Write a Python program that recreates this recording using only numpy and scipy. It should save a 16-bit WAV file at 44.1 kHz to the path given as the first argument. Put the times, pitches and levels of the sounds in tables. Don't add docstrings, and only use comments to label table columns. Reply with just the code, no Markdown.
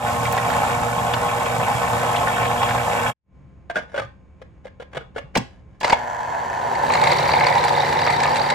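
import sys
import numpy as np
from scipy import signal
from scipy.fft import rfft, irfft, next_fast_len
from scipy.io import wavfile
from scipy.ndimage import uniform_filter1d

SR = 44100
rng = np.random.default_rng(int(sys.argv[2]) if len(sys.argv) > 2 else 0)


def master_out(mix):
    frames = np.transpose(np.atleast_2d(mix))
    ceiling = np.clip(frames, -1, 1)
    pcm = np.round(ceiling * 32767).astype(np.int16)
    wavfile.write(sys.argv[1], SR, pcm)


N = 376613
T = np.arange(N) / SR
LEFT_RIGHT = np.array([[1], [-1]])

# multiple of the mains frequency, level in dB bare, lightly pressed, pressed hard.
MOTOR_LINES = [(1.992, -35, -52, -53), (4.003, -41, -51, -46), (5.97, -51, -59, -51),
               (8.026, -35.5, -49, -52), (9.96, -36, -43, -51), (12.01, -39, -38.5, -39.5),
               (12.93, -49.5, -54, -41), (14.1, -64.5, -38.5, -37.5), (15.15, -37, -47, -44),
               (15.92, -52.5, -35.5, -38), (16.9, -40, -40, -38.5), (18.02, -41, -54, -48.5),
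               (25.5, -54, -49, -57), (28.3, -59.5, -41, -50), (29.6, -54.5, -50, -43)]
# frequency in Hz, level in dB against the rumble.
DRIVE_DRONE = [(81.5, -22), (107.5, -15), (143, -1), (179.5, -6)]

# frequency in Hz, relative spectral level in dB per Hz.
BARE_GEAR_COLOUR = [(230, -36), (330, -19), (450, -11), (530, -7), (800, -1), (1000, -6), (1400, -11),
                    (2300, -18), (4200, -27), (7400, -26), (9400, -29), (13800, -33), (15200, -54)]
BARE_RUMBLE_COLOUR = [(15, -32), (25, -27), (70, -4), (118, -2.5), (192, -4.5), (241, -12), (290, -15),
                      (330, -25), (430, -39), (730, -120)]
IDLE_GEAR_COLOUR = [(30, -50), (150, -28), (350, -20), (520, -10), (700, -6), (900, -4), (1030, -6),
                    (1200, -18), (1480, -12.5), (1780, -12), (2200, -17), (2450, -27), (3500, -31),
                    (4600, -31), (5500, -36), (7400, -35), (8200, -41), (13500, -46), (15000, -66)]
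LOADED_GEAR_COLOUR = [(30, -62), (150, -26), (300, -11.5), (420, -5.5), (550, -8), (680, -6), (880, -2),
                      (1030, -2), (1200, -15.5), (1700, -10.5), (2200, -19.5), (2900, -20), (6000, -40),
                      (15000, -95)]
CHATTER_COLOUR = [(40, -50), (600, -22), (1500, -4), (2200, 1), (3000, -3), (4400, -2), (5200, -7),
                  (7400, -9), (9300, -13), (13500, -17), (15000, -38)]
PRESSED_RUMBLE_COLOUR = [(25, -32), (40, -19), (55, -12), (90, 9.5), (150, 2.5), (210, -3), (300, -3.5),
                         (450, -41.5)]
RIB_BRUSH_COLOUR = [(40, -48), (800, -4.5), (1600, 5), (2200, 4), (3100, -4), (3950, 2), (4500, -7),
                    (5400, -1), (7500, -24), (15000, -52)]
KNOCK_COLOUR = [(60, -9), (250, -1.5), (400, 0), (600, 8.5), (950, 1), (1300, -3.5), (1700, -2.5),
                (2300, -8.5), (3400, -13), (4500, -19), (9000, -30), (16000, -52)]
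CLACK_COLOUR = [(80, -6.5), (300, -4.5), (600, -0.5), (900, 7), (1300, -3.5), (2200, 1), (3200, -6.5),
                (5000, -7.5), (8000, -15.5), (14000, -37), (16000, -23.5)]
TICK_COLOUR = [(300, -18), (900, 9.5), (1400, 7), (2200, 15.5), (3000, 1.5), (4300, 1.5), (5800, -4),
               (9000, -7), (15000, -51)]
JUDDER_COLOUR = [(100, -26.5), (400, -19), (650, -8), (880, -1), (1100, -6.5), (1500, -21), (2200, -9),
                 (4000, -33), (15000, -72)]
STRAINER_COLOUR = [(300, -8.5), (1400, 2.5), (3800, 3), (8000, -12)]
KITCHEN_COLOUR = [(25, -20), (51, -4.5), (72, -7), (140, -7), (190, -16), (260, -16), (600, -28),
                  (1000, -31), (1400, -36), (2400, -40), (4000, -54), (8000, -60), (15000, -85)]

# frequency in Hz, width in Hz, height in dB above the colour.
HOUSING_MODES = [(467.7, 15, 9), (575, 89, 2), (717, 17, 7), (836, 103, 7), (1078, 41, 10.5),
                 (1302, 33, 5.5), (1940, 48, -3), (2248, 14, 7.5), (2800, 25, 5.5), (2724, 5.1, 9),
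                 (3730, 74, 7), (7390, 440, 6.5), (8600, 330, 3.5), (11560, 210, -1.5), (13100, 370, 3.5)]
IDLE_MODES = [(681, 17, 9.5), (880, 270, 5), (1430, 25, 9), (1540, 31, 8), (1760, 130, 4.5), (2130, 25, 6),
              (2560, 35, 11), (3000, 94, 8), (3300, 110, 9), (4460, 92, 7), (5900, 220, 10.5),
              (6460, 94, 10), (7300, 320, 8)]
COVERED_MODES = [(513, 50, 9), (570, 38, 11.7), (734, 13, 10), (883, 69, 8.6), (1020, 2.8, 4.2),
                 (1222, 18, 11.4), (1780, 880, 3.6), (3930, 95, 5.4), (4540, 160, 8), (7520, 1200, 4)]
LID_MODES = [(1654, 70, 7), (2200, 90, 7), (2910, 60, 7), (3360, 90, 9)]
SEATED_MODES = [(560, 110, 7.5), (890, 140, 6), (1770, 900, 3), (3880, 200, 4), (4500, 200, 4)]

# frequency in Hz, side against middle in dB.
BARE_SIDES = [(100, -15), (300, 2), (950, -15), (1800, 3), (4000, 1), (7000, -3), (14000, 1)]
PRESSED_SIDES = [(100, -43), (300, -20), (550, -7), (950, 4), (1800, -18), (4000, -17), (7000, -1)]
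HANDLING_SIDES = [(100, -18), (500, -2), (1500, -5.5), (7000, -2.5)]

# time in seconds, gear level in dB.
HAND_EFFORT = [(5.98, -32.5), (6.53, -28.5), (7.06, -19.5), (8.01, -22), (8.54, -23)]
# pitch in Hz, length in seconds, bursts per second,
# level in dB against the chatter.
LID_SHUDDERS = [(873, 0.0076, 30, 9), (2074, 0.0038, 70, 4.5), (3880, 0.0052, 40, -4),
                (4480, 0.0048, 45, -5.5)]
# start in seconds, length in seconds, level in dB.
LID_SCRAPES = [(3.739, 0.069, -33), (3.801, 0.048, -45), (3.877, 0.15, -45.5), (3.99, 0.085, -45),
               (4.378, 0.075, -66), (4.634, 0.038, -53.5), (4.91, 0.03, -54), (5.143, 0.036, -47),
               (5.339, 0.024, -43), (5.354, 0.29, -59.5), (5.675, 0.13, -65.5)]
# start in seconds, contact peak in dB, rattle length in seconds,
# low ring in Hz, its level in dB, upper ring in Hz, its level in dB, ring t60 in seconds, left minus right in dB.
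LID_KNOCKS = [(3.6988, -22.5, .014, 684, -22, 1585, -25.5, 0.098, -1.5),
              (3.757, -17.5, 0.017, 635, -24, 1467, -12.5, 0.067, .5),
              (3.765, -18.5, 0.013, 620, -21.5, 1614, -16, 0.093, -1),
              (3.78, -26.5, 0.01, 666, -32, 1460, -23, 0.073, 0),
              (3.9427, -27, 0.0096, 574, -19.5, 1440, -27, 0.1, 1.5),
              (3.96, -22.5, 0.0098, 604, -31, 1460, -36, .07, -2),
              (3.977, -18, .012, 560, -14.5, 1524, -16.5, 0.08, 0),
              (3.996, -19, .003, 583, -18, 1290, -23, 0.049, -1.5),
              (4.019, -30, .015, 557, -25.5, 1200, -28.5, 0.091, .5),
              (4.4165, -34, 0.0074, 520, -32.5, 1570, -56, 0.073, 2),
              (4.574, -61, 0.0048, 520, -52, 1500, -62, .04, 0),
              (4.654, -34, 0.0058, 530, -23, 1600, -44, 0.048, 2),
              (4.668, -34.5, 0.012, 567, -35, 2080, -42, .04, -1.5),
              (4.799, -32, 0.015, 488, -27, 1410, -36, .06, .5),
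              (4.821, -30.5, 0.0089, 500, -30, 1630, -46, 0.054, -1),
              (4.932, -29.5, 0.0055, 535, -37, 1600, -38, 0.049, .5),
              (4.948, -26, 0.015, 450, -30, 1630, -40, 0.048, 1),
              (4.9688, -18, 0.009, 503, -19, 1470, -28, 0.055, 1),
              (5.008, -40, .02, 450, -33, 1450, -35, 0.058, 0),
              (5.162, -24, 0.013, 466, -17.5, 1480, -24, 0.037, 2),
              (5.18, -20.5, .009, 576, -23, 1670, -30, 0.068, 0)]
# start in seconds, peak in dB, pitch in Hz, t60 in seconds.
BODY_THUMPS = [(3.769, -38, 227, 0.19), (4.002, -30.5, 108, 0.2), (4.04, -32, 125, 0.15),
               (4.965, -28, 135, 0.14), (5.236, -27, 133, 0.074), (5.378, -3, 220, 0.026),
               (5.38, -22.5, 122, 0.2)]
# start in seconds, peak in dB,
# brightness in dB per octave, main ring in Hz.
HARD_CLACKS = [(0.322, -12.5, 14.5, 12300), (5.353, -7.5, 0, 2340), (5.361, -8, -6.5, 500),
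               (5.3711, -12, 3.5, 373), (5.803, -30.5, 7, 3960), (5.8094, -19.5, -1.5, 960),
               (5.83, -15, -1, 910), (5.8439, -4.5, -1.5, 2330), (5.8996, -10, -3, 4350),
               (5.922, -8, -1, 890), (5.9274, -3.5, -3.5, 860)]
# start in seconds, tick peak in dB, squeak peak in dB,
# squeak pitch in Hz.
RIB_FLICKS = [(6.751, -20.5, -32, 4330), (6.9206, -16.5, -38, 3610), (6.9364, -10.5, -23, 4400),
              (6.9535, -15.5, -21, 4200), (7.0187, -25.5, -31, 4520), (7.0374, -12.5, -23, 3930),
              (7.072, -15, -14, 3950), (7.1166, -12.5, -14, 4470), (7.1827, -28.5, -21, 4460),
              (7.317, -25, -16.5, 4480), (7.334, -16, -20, 4560), (7.4666, -9.5, -12.5, 4560),
              (7.6388, -9.5, -21, 4070), (8.017, -18.5, -24, 4600), (8.1015, -16, -26, 4130),
              (8.201, -16.5, -24, 3900), (8.2338, -9.5, -25, 3860), (8.3578, -15.5, -23, 4000),
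              (8.367, -12.5, -27, 4180), (8.417, -24.5, -19.5, 4580), (8.501, -9.5, -23, 3780)]
# start in seconds, peak in dB, resonance in Hz.
PULP_CRUNCHES = [(0.2512, -16, 2270), (0.376, -15.5, 1780), (0.5003, -15, 1540), (0.535, -17.5, 1820),
                 (1.1345, -14, 2700), (1.137, -12, 1000), (1.9954, -23, 1580), (2.161, -18, 3300),
                 (2.454, -17.5, 1810), (2.6289, -16, 1520), (2.6853, -17, 1500), (2.705, -17, 1820),
                 (2.7767, -17, 1650)]
# start in seconds, peak in dB.
LID_JUDDERS = [(6.902, -9.5), (6.95, -10.5), (7.069, -9), (7.106, -13.5), (7.12, -6.5), (7.192, -12.5),
               (7.257, -13), (7.29, -7), (7.3365, -5.5), (7.407, -9.5), (8.07, -9.5), (8.254, -8)]
# frequency in Hz, level in dB.
APPLIANCE_TONES = [(70, -52), (188.4, -59), (527.6, -70.5), (1050, -72.5), (2272, -79.5), (6520, -99),
                   (6702, -90)]

MAINS_HZ, TOP_HZ = 60, 15500
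BARE_STOP_S, PRESS_S = 3.095, 5.81
BARE_GEAR_DB = -23.5
PULP_DB, PULP_FROM_S, PULP_BUILD_S, PULP_GAIN_DB = -14, 2.08, 0.36, 5
CONTACT_S, CONTACT_RISE_S = 6.17, 0.89
STRAIN_S, STRAIN_RISE_S = 6.28, 0.4
FULL_EFFORT_DB = -21
CHATTER_DB, CHATTER_DB_PER_DB = -37, 0.9
RUMBLE_DB, RUMBLE_DB_PER_DB = -37.5, 1
RIB_FROM_S, RIB_RISE_S, RIB_BRUSH_S = 6.8, 0.18, 0.0019
RIB_HZ, RIB_JITTER = 46.9, .16
RIB_DB, RIB_SCATTER_DB = -2.5, 3
SPIN_S, SPIN_LENGTH_S, SPIN_FROM_HZ, SPIN_HZ_PER_S, SPIN_DB = 5.852, 0.056, 900, 16000, -28
SLACK_S, SLACK_LENGTH_S, SLACK_DB = 5.82, 0.14, -29
BOUNCE_DB, RING_RISE_S = -1, 0.0013
MOTTLE_DB, MOTTLE_HZ = 5, 115
KITCHEN_DB = -52


def bare_run():
    gear_db = BARE_GEAR_DB + .7 * walk(11)
    housing = body(BARE_GEAR_COLOUR, HOUSING_MODES)
    gears = (ring(bare_teeth(), housing) + pulp_scraping()) * undb(gear_db)
    shaking = rattle(rate=400, scatter_db=2.5, throb=0.5, wobble=0.055, rub=0.68)
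    rumble = ring(shaking, body(BARE_RUMBLE_COLOUR)) * undb(-33.5)
    sound = kitchen(gears + rumble, BARE_SIDES, wet_db=-3.0, t60=0.21)
    flanks = undb(gear_db - 19.0) * ring(rng.standard_normal(N), housing)
    sound = sound + flanks * LEFT_RIGHT
    sound = sound + hum([bare for _, bare, _, _ in MOTOR_LINES], waver=0.2)
    running = ramp(-0.053, 0.13) * (1 - ramp(BARE_STOP_S, 0.042)) ** 2
    return sound * undb(-0.47 * LEFT_RIGHT) * running


def bare_teeth():
    strikes = rattle(rate=500, scatter_db=-0.5, throb=0.16, wobble=0.26, rub=0.93)
    strikes = unit(strikes * undb(1.65 * walk(70)))
    rubbing = unit(rattle(rate=4000, scatter_db=6.0, throb=0.13, wobble=0.22, rub=1.3))
    low, high = (signal.butter(2, 4000, kind, fs=SR, output="sos") for kind in ("low", "high"))
    return signal.sosfilt(low, strikes) + signal.sosfilt(high, rubbing)


def pulp_scraping():
    force = shudder(1650, 0.003, 90, scatter_db=14)
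    force = force + undb(-2.5) * shudder(2370, 0.0032, 110, scatter_db=16)
    force = force + undb(-10.5) * shudder(3140, 0.0025, 130, scatter_db=19)
    level_db = PULP_DB + PULP_GAIN_DB * ramp(PULP_FROM_S, PULP_BUILD_S) + 2.0 * walk(25.2)
    return ring(force, body(STRAINER_COLOUR, HOUSING_MODES, mottled=True)) * undb(level_db)


def pressed_run():
    gear_db = np.interp(T, *np.transpose(HAND_EFFORT))
    load_db = gear_db - FULL_EFFORT_DB
    contact = ramp(CONTACT_S, CONTACT_RISE_S)
    jolt = walk(70) * contact
    gears = loaded_gears(contact) * undb(gear_db + 0.41 * jolt)
    rumble = loaded_rumble(contact) * undb(RUMBLE_DB + RUMBLE_DB_PER_DB * load_db)
    chatter = contact * lid_chatter(jolt) * undb(CHATTER_DB + CHATTER_DB_PER_DB * load_db)
    sound = kitchen(gears + rumble + spin_up(), PRESSED_SIDES, wet_db=-4.0, t60=0.327)
    sound = sound + kitchen(chatter, PRESSED_SIDES, wet_db=-2.5, t60=0.39)
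    strain = ramp(STRAIN_S, STRAIN_RISE_S)
    levels_db = [light + strain * (hard - light) for _, _, light, hard in MOTOR_LINES]
    sound = sound + hum(levels_db, waver=.25 + .3 * strain)
    return sound * undb(-0.24 * LEFT_RIGHT) * ramp(PRESS_S, 0.031)


def loaded_gears(contact):
    light = rattle(rate=700, scatter_db=4, throb=0.18, wobble=0.1, rub=0.7)
    heavy = rattle(rate=600, scatter_db=0.0, throb=0.097, wobble=0.04, rub=0.86)
    whirr = ring(light, body(IDLE_GEAR_COLOUR, IDLE_MODES))
    grind = ring(heavy, body(LOADED_GEAR_COLOUR, COVERED_MODES))
    return np.sqrt(1 - contact) * whirr + undb(-2.0) * np.sqrt(contact) * grind


def loaded_rumble(contact):
    drone = sum(np.sqrt(2) * undb(db) * np.sin(2 * np.pi * hz * T + 0.32 * walk(2.8))
                for hz, db in DRIVE_DRONE)
    return undb(1.0) * ring(rng.standard_normal(N), body(PRESSED_RUMBLE_COLOUR)) + contact * drone


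def lid_chatter(jolt):
    taps = rattle(rate=400, scatter_db=3.5, throb=.3, wobble=.15, rub=.9) * undb(1.4 * jolt)
    scrape = ring(taps, body(CHATTER_COLOUR, COVERED_MODES)) * undb(-0.9)
    squeaks = sum(undb(db) * shudder(hz, length, rate, scatter_db=12)
                  for hz, length, rate, db in LID_SHUDDERS)
    squeaks = squeaks * ramp(RIB_FROM_S, RIB_RISE_S) * unit(undb(1.5 * walk(22)))
    return scrape + squeaks + undb(RIB_DB) * ribs()


def ribs():
    force, t = np.zeros(N), T[:SR // 50]
    for k, (late, size) in enumerate(np.clip(rng.standard_normal((200, 2)), -2, 2)):
        start = RIB_FROM_S + (k + RIB_JITTER * late) / RIB_HZ
        brush = rng.standard_normal(len(t)) * t * np.exp(-t / RIB_BRUSH_S)
        if start < T[-1]:
            add(force, start, undb(RIB_SCATTER_DB * size) * brush)
    return ring(force, body(RIB_BRUSH_COLOUR, COVERED_MODES)) * ramp(RIB_FROM_S, RIB_RISE_S)


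def spin_up():
    progress = ramp(SPIN_S, SPIN_LENGTH_S)
    hz = SPIN_FROM_HZ + SPIN_HZ_PER_S * SPIN_LENGTH_S * progress
    whine = np.sin(2 * np.pi * np.cumsum(hz) / SR) * (1 + 0.65 * walk(400))
    whine = whine * undb(SPIN_DB) * np.sin(np.pi * progress) ** 2
    teeth = rattle(rate=530, scatter_db=8.0, throb=0.087, wobble=0.093, rub=0.23)
    slack = ring(teeth, body(CLACK_COLOUR, COVERED_MODES))
    return whine + slack * undb(SLACK_DB) * np.sin(np.pi * ramp(SLACK_S, SLACK_LENGTH_S))


def hum(levels_db, waver):
    out = 0
    for (order, *_), db in zip(MOTOR_LINES, levels_db):
        hz = order * MAINS_HZ
        skew = min(hz / 1500, .6) * rng.choice([-1, 1]) * LEFT_RIGHT
        phase = 2 * np.pi * (hz * T + rng.random()) + waver * walk(8.3)
        out = out + np.sqrt(2) * undb(db) * (1 + waver * walk(12)) * np.sin(phase + skew)
    return out


def rattle(rate, scatter_db, throb, wobble, rub):
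    turn = 2 * np.pi * MAINS_HZ * T
    sizes = undb(scatter_db * np.clip(rng.standard_normal(N), -2, 2))
    strikes = (rng.random(N) < rate / SR) * rng.choice([-1, 1], N) * sizes
    torque = np.exp(throb * np.cos(2 * turn) + wobble * np.cos(turn))
    return (unit(strikes) + rub * rng.standard_normal(N)) * torque


def shudder(hz, length, rate, scatter_db):
    out, chance = np.zeros(N), rng.random((2500, 3))
    for when, detune, size in chance[:int(rate * T[-1])]:
        squeak = grain(hz * (1 + 0.13 * (detune - .5)), length)
        add(out, when * T[-1], undb(scatter_db * size) * squeak)
    return unit(out)


def grain(hz, length):
    t = T[:int(length * SR)]
    return np.sin(np.pi * t / length) ** 2 * np.sin(2 * np.pi * hz * t)


def handling():
    taps, rings, lean = lid_knocks()
    rings = kitchen(rings, HANDLING_SIDES, wet_db=-11.5, t60=.23)
    contact = kitchen(taps + lid_scrapes() + body_thumps(), HANDLING_SIDES, wet_db=-6.5, t60=0.29)
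    return lean * LEFT_RIGHT + rings + contact


def lid_knocks():
    taps, rings, lean, t = np.zeros(N), np.zeros(N), np.zeros(N), T[:SR // 4]
    for start, db, length, low_hz, low_db, high_hz, high_db, t60, pan_db in LID_KNOCKS:
        tap = undb(db) * contacts(length)
        tone = undb(low_db) * np.sin(2 * np.pi * low_hz * t)
        tone = tone + undb(high_db) * np.sin(2 * np.pi * high_hz * t)
        tone = tone * undb(-60 * t / t60) * (1 - np.exp(-t / RING_RISE_S))
        for track, sound in ((taps, tap), (rings, tone)):
            add(track, start, sound)
            add(lean, start, sound * (undb(pan_db / 2) - 1))
    return taps, rings, lean


def contacts(length, count=4):
    out = np.zeros(SR // 2)
    for k, late in enumerate(rng.random(count)):
        response = body(KNOCK_COLOUR, LID_MODES, mottled=True, size=2048)
        touch = blow(response, BOUNCE_DB * k, rise=.0006, buzz_t60=.022)
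        i = int(length * min(k, 1) * (k - late / 2) / (count - 1) * SR)
        out[i:i + len(touch)] += touch
    return out / np.abs(out).max()


def lid_scrapes():
    out = np.zeros(N)
    force = rattle(rate=1000, scatter_db=7, throb=0, wobble=0, rub=.4)
    rubbing = ring(force, body(KNOCK_COLOUR, [(1500, 300, 2.7)] + LID_MODES, mottled=True))
    for start, length, db in LID_SCRAPES:
        out += rubbing * undb(db) * np.sin(np.pi * ramp(start, length))
    return out


def body_thumps():
    out, t = np.zeros(N), T[:SR // 4]
    for start, db, hz, t60 in BODY_THUMPS:
        add(out, start, undb(db - 60 * t / t60) * np.sin(2 * np.pi * hz * t) * np.minimum(t * hz, 1))
    return out


def clatter():
    impacts = hard_clacks() + rib_flicks() + pulp_crunches() + lid_judders()
    return kitchen(impacts, HANDLING_SIDES, wet_db=-9.0, t60=0.29)


def hard_clacks():
    out = np.zeros(N)
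    for start, db, tilt_db, ring_hz in HARD_CLACKS:
        modes = SEATED_MODES + LID_MODES + [(ring_hz, ring_hz / 8, 9)]
        response = body(CLACK_COLOUR, modes, tilt_db, mottled=True)
        add(out, start, blow(response, db, rise=0.0033, buzz_t60=0.035))
    return out


def rib_flicks():
    out = np.zeros(N)
    for start, tick_db, squeak_db, hz in RIB_FLICKS:
        response = body(TICK_COLOUR, COVERED_MODES, mottled=True)
        add(out, start, blow(response, tick_db, rise=0.00045, buzz_t60=0.035))
        add(out, start, undb(squeak_db) * grain(hz, length=0.0046))
    return out


def pulp_crunches():
    out = np.zeros(N)
    for start, db, hz in PULP_CRUNCHES:
        response = body(STRAINER_COLOUR, [(hz, hz / 5, 12)], tilt_db=-3.5, mottled=True)
        add(out, start, blow(response, db, rise=0.003, buzz_t60=0.031))
    return out


def lid_judders():
    out = np.zeros(N)
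    for start, db in LID_JUDDERS:
        response = body(JUDDER_COLOUR, COVERED_MODES, mottled=True)
        add(out, start, blow(response, db, rise=0.002, buzz_t60=0.025))
    return out


def blow(response, peak_db, rise, buzz_t60):
    sound = signal.fftconvolve(burst(T[:SR // 10], rise, buzz_t60), response)
    return sound * undb(peak_db) / np.abs(sound).max()


def room_tone():
    mid, left, right = (ring(rng.standard_normal(N), body(KITCHEN_COLOUR)) for _ in range(3))
    murmur = (mid + 0.88 * np.array([left, right])) * undb(KITCHEN_DB + .7 * walk(8))
    tones = sum(np.sqrt(2) * undb(db) * np.sin(2 * np.pi * hz * T + 0.82 * walk(29))
                for hz, db in APPLIANCE_TONES)
    return (murmur + tones) * (ramp(3.22, 0.14) ** 2 + .008)


def kitchen(x, spread, wet_db, t60):
    size = next_fast_len(N + SR // 10)
    f = np.maximum(np.fft.rfftfreq(size, 1 / SR), 1)
    steps = np.arange(0, SR, 150)
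    lead = np.sin(np.pi / 2 * np.interp(f, steps, rng.choice([-1, 1], len(steps))))
    hz, db = np.transpose(spread)
    width = undb(np.interp(np.log(f), np.log(hz), db))
    side = irfft(1j * lead * width * rfft(x, size), size)[:N]
    tails = [burst(T[:SR // 2], 0.0071, t60) for _ in range(2)]
    tails = signal.sosfilt(signal.butter(1, [160, 5000], "band", fs=SR, output="sos"), tails)
    wet = signal.fftconvolve(x[None], tails, axes=1)[:, :N]
    return x + side * LEFT_RIGHT + undb(wet_db) * wet


def burst(t, rise, t60):
    shape = undb(-60 * t / t60) * (1 - np.exp(-(t + 1 / SR) / rise))
    cloud = rng.standard_normal(len(t)) * shape
    for _ in range(5):
        spectrum = rfft(cloud)
        cloud = irfft(spectrum / (np.abs(spectrum) + 1e-12), len(t))
        cloud *= shape / np.sqrt(np.abs(uniform_filter1d(cloud ** 2, size=128)) + 1e-18)
    return cloud / np.linalg.norm(cloud)


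def body(colour, modes=(), tilt_db=0, mottled=False, size=8192):
    f = np.maximum(np.fft.rfftfreq(size, 1 / SR), 1)
    hz, db = np.transpose(colour)
    tilt = tilt_db * np.log2(np.maximum(f / 1000, 1 / 4))
    gain = undb(np.interp(np.log(f), np.log(hz), db) + tilt)
    if mottled:
        gain = gain * undb(mottle(size))
    lift = sum((undb(2 * height) - 1) / (1 + (2 * (f - centre) / width) ** 2)
               for centre, width, height in modes)
    cepstrum = irfft(np.log(gain * np.sqrt(np.maximum(1 + lift, 1 / 10))))
    cepstrum[1:size // 2] *= 2
    cepstrum[size // 2 + 1:] = 0
    return irfft(np.exp(rfft(cepstrum)))


def mottle(size):
    steps = np.arange(0, SR / 2, MOTTLE_HZ)
    scatter = np.clip(rng.standard_normal(len(steps)), -2, 2)
    db = MOTTLE_DB * scatter * np.minimum(steps / 1500, 1)
    return np.interp(np.fft.rfftfreq(size, 1 / SR), steps, db)


def ring(force, response):
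    return unit(signal.oaconvolve(force, response)[:N])


def add(track, start, sound):
    i = int(start * SR)
    track[i:i + len(sound)] += sound[:N - i]


def undb(db):
    return 10 ** (np.asarray(db) / 20)


def unit(x):
    return x / np.sqrt(np.mean(x ** 2))


def ramp(start, length):
    return np.clip((T - start) / length, 0, 1)


def walk(rate):
    k = max(int(SR / rate), 1)
    held = np.repeat(rng.standard_normal(N // k + 1), k)
    return unit(uniform_filter1d(held, k)[:N])


def scene():
    return bare_run() + pressed_run() + handling() + clatter() + room_tone()


def record(dry):
    low_pass = signal.ellip(8, .2, 70, TOP_HZ, fs=SR, output="sos")
    return signal.sosfilt(low_pass, np.clip(dry, -1, 1))


dry = scene()
out = record(dry)
master_out(out)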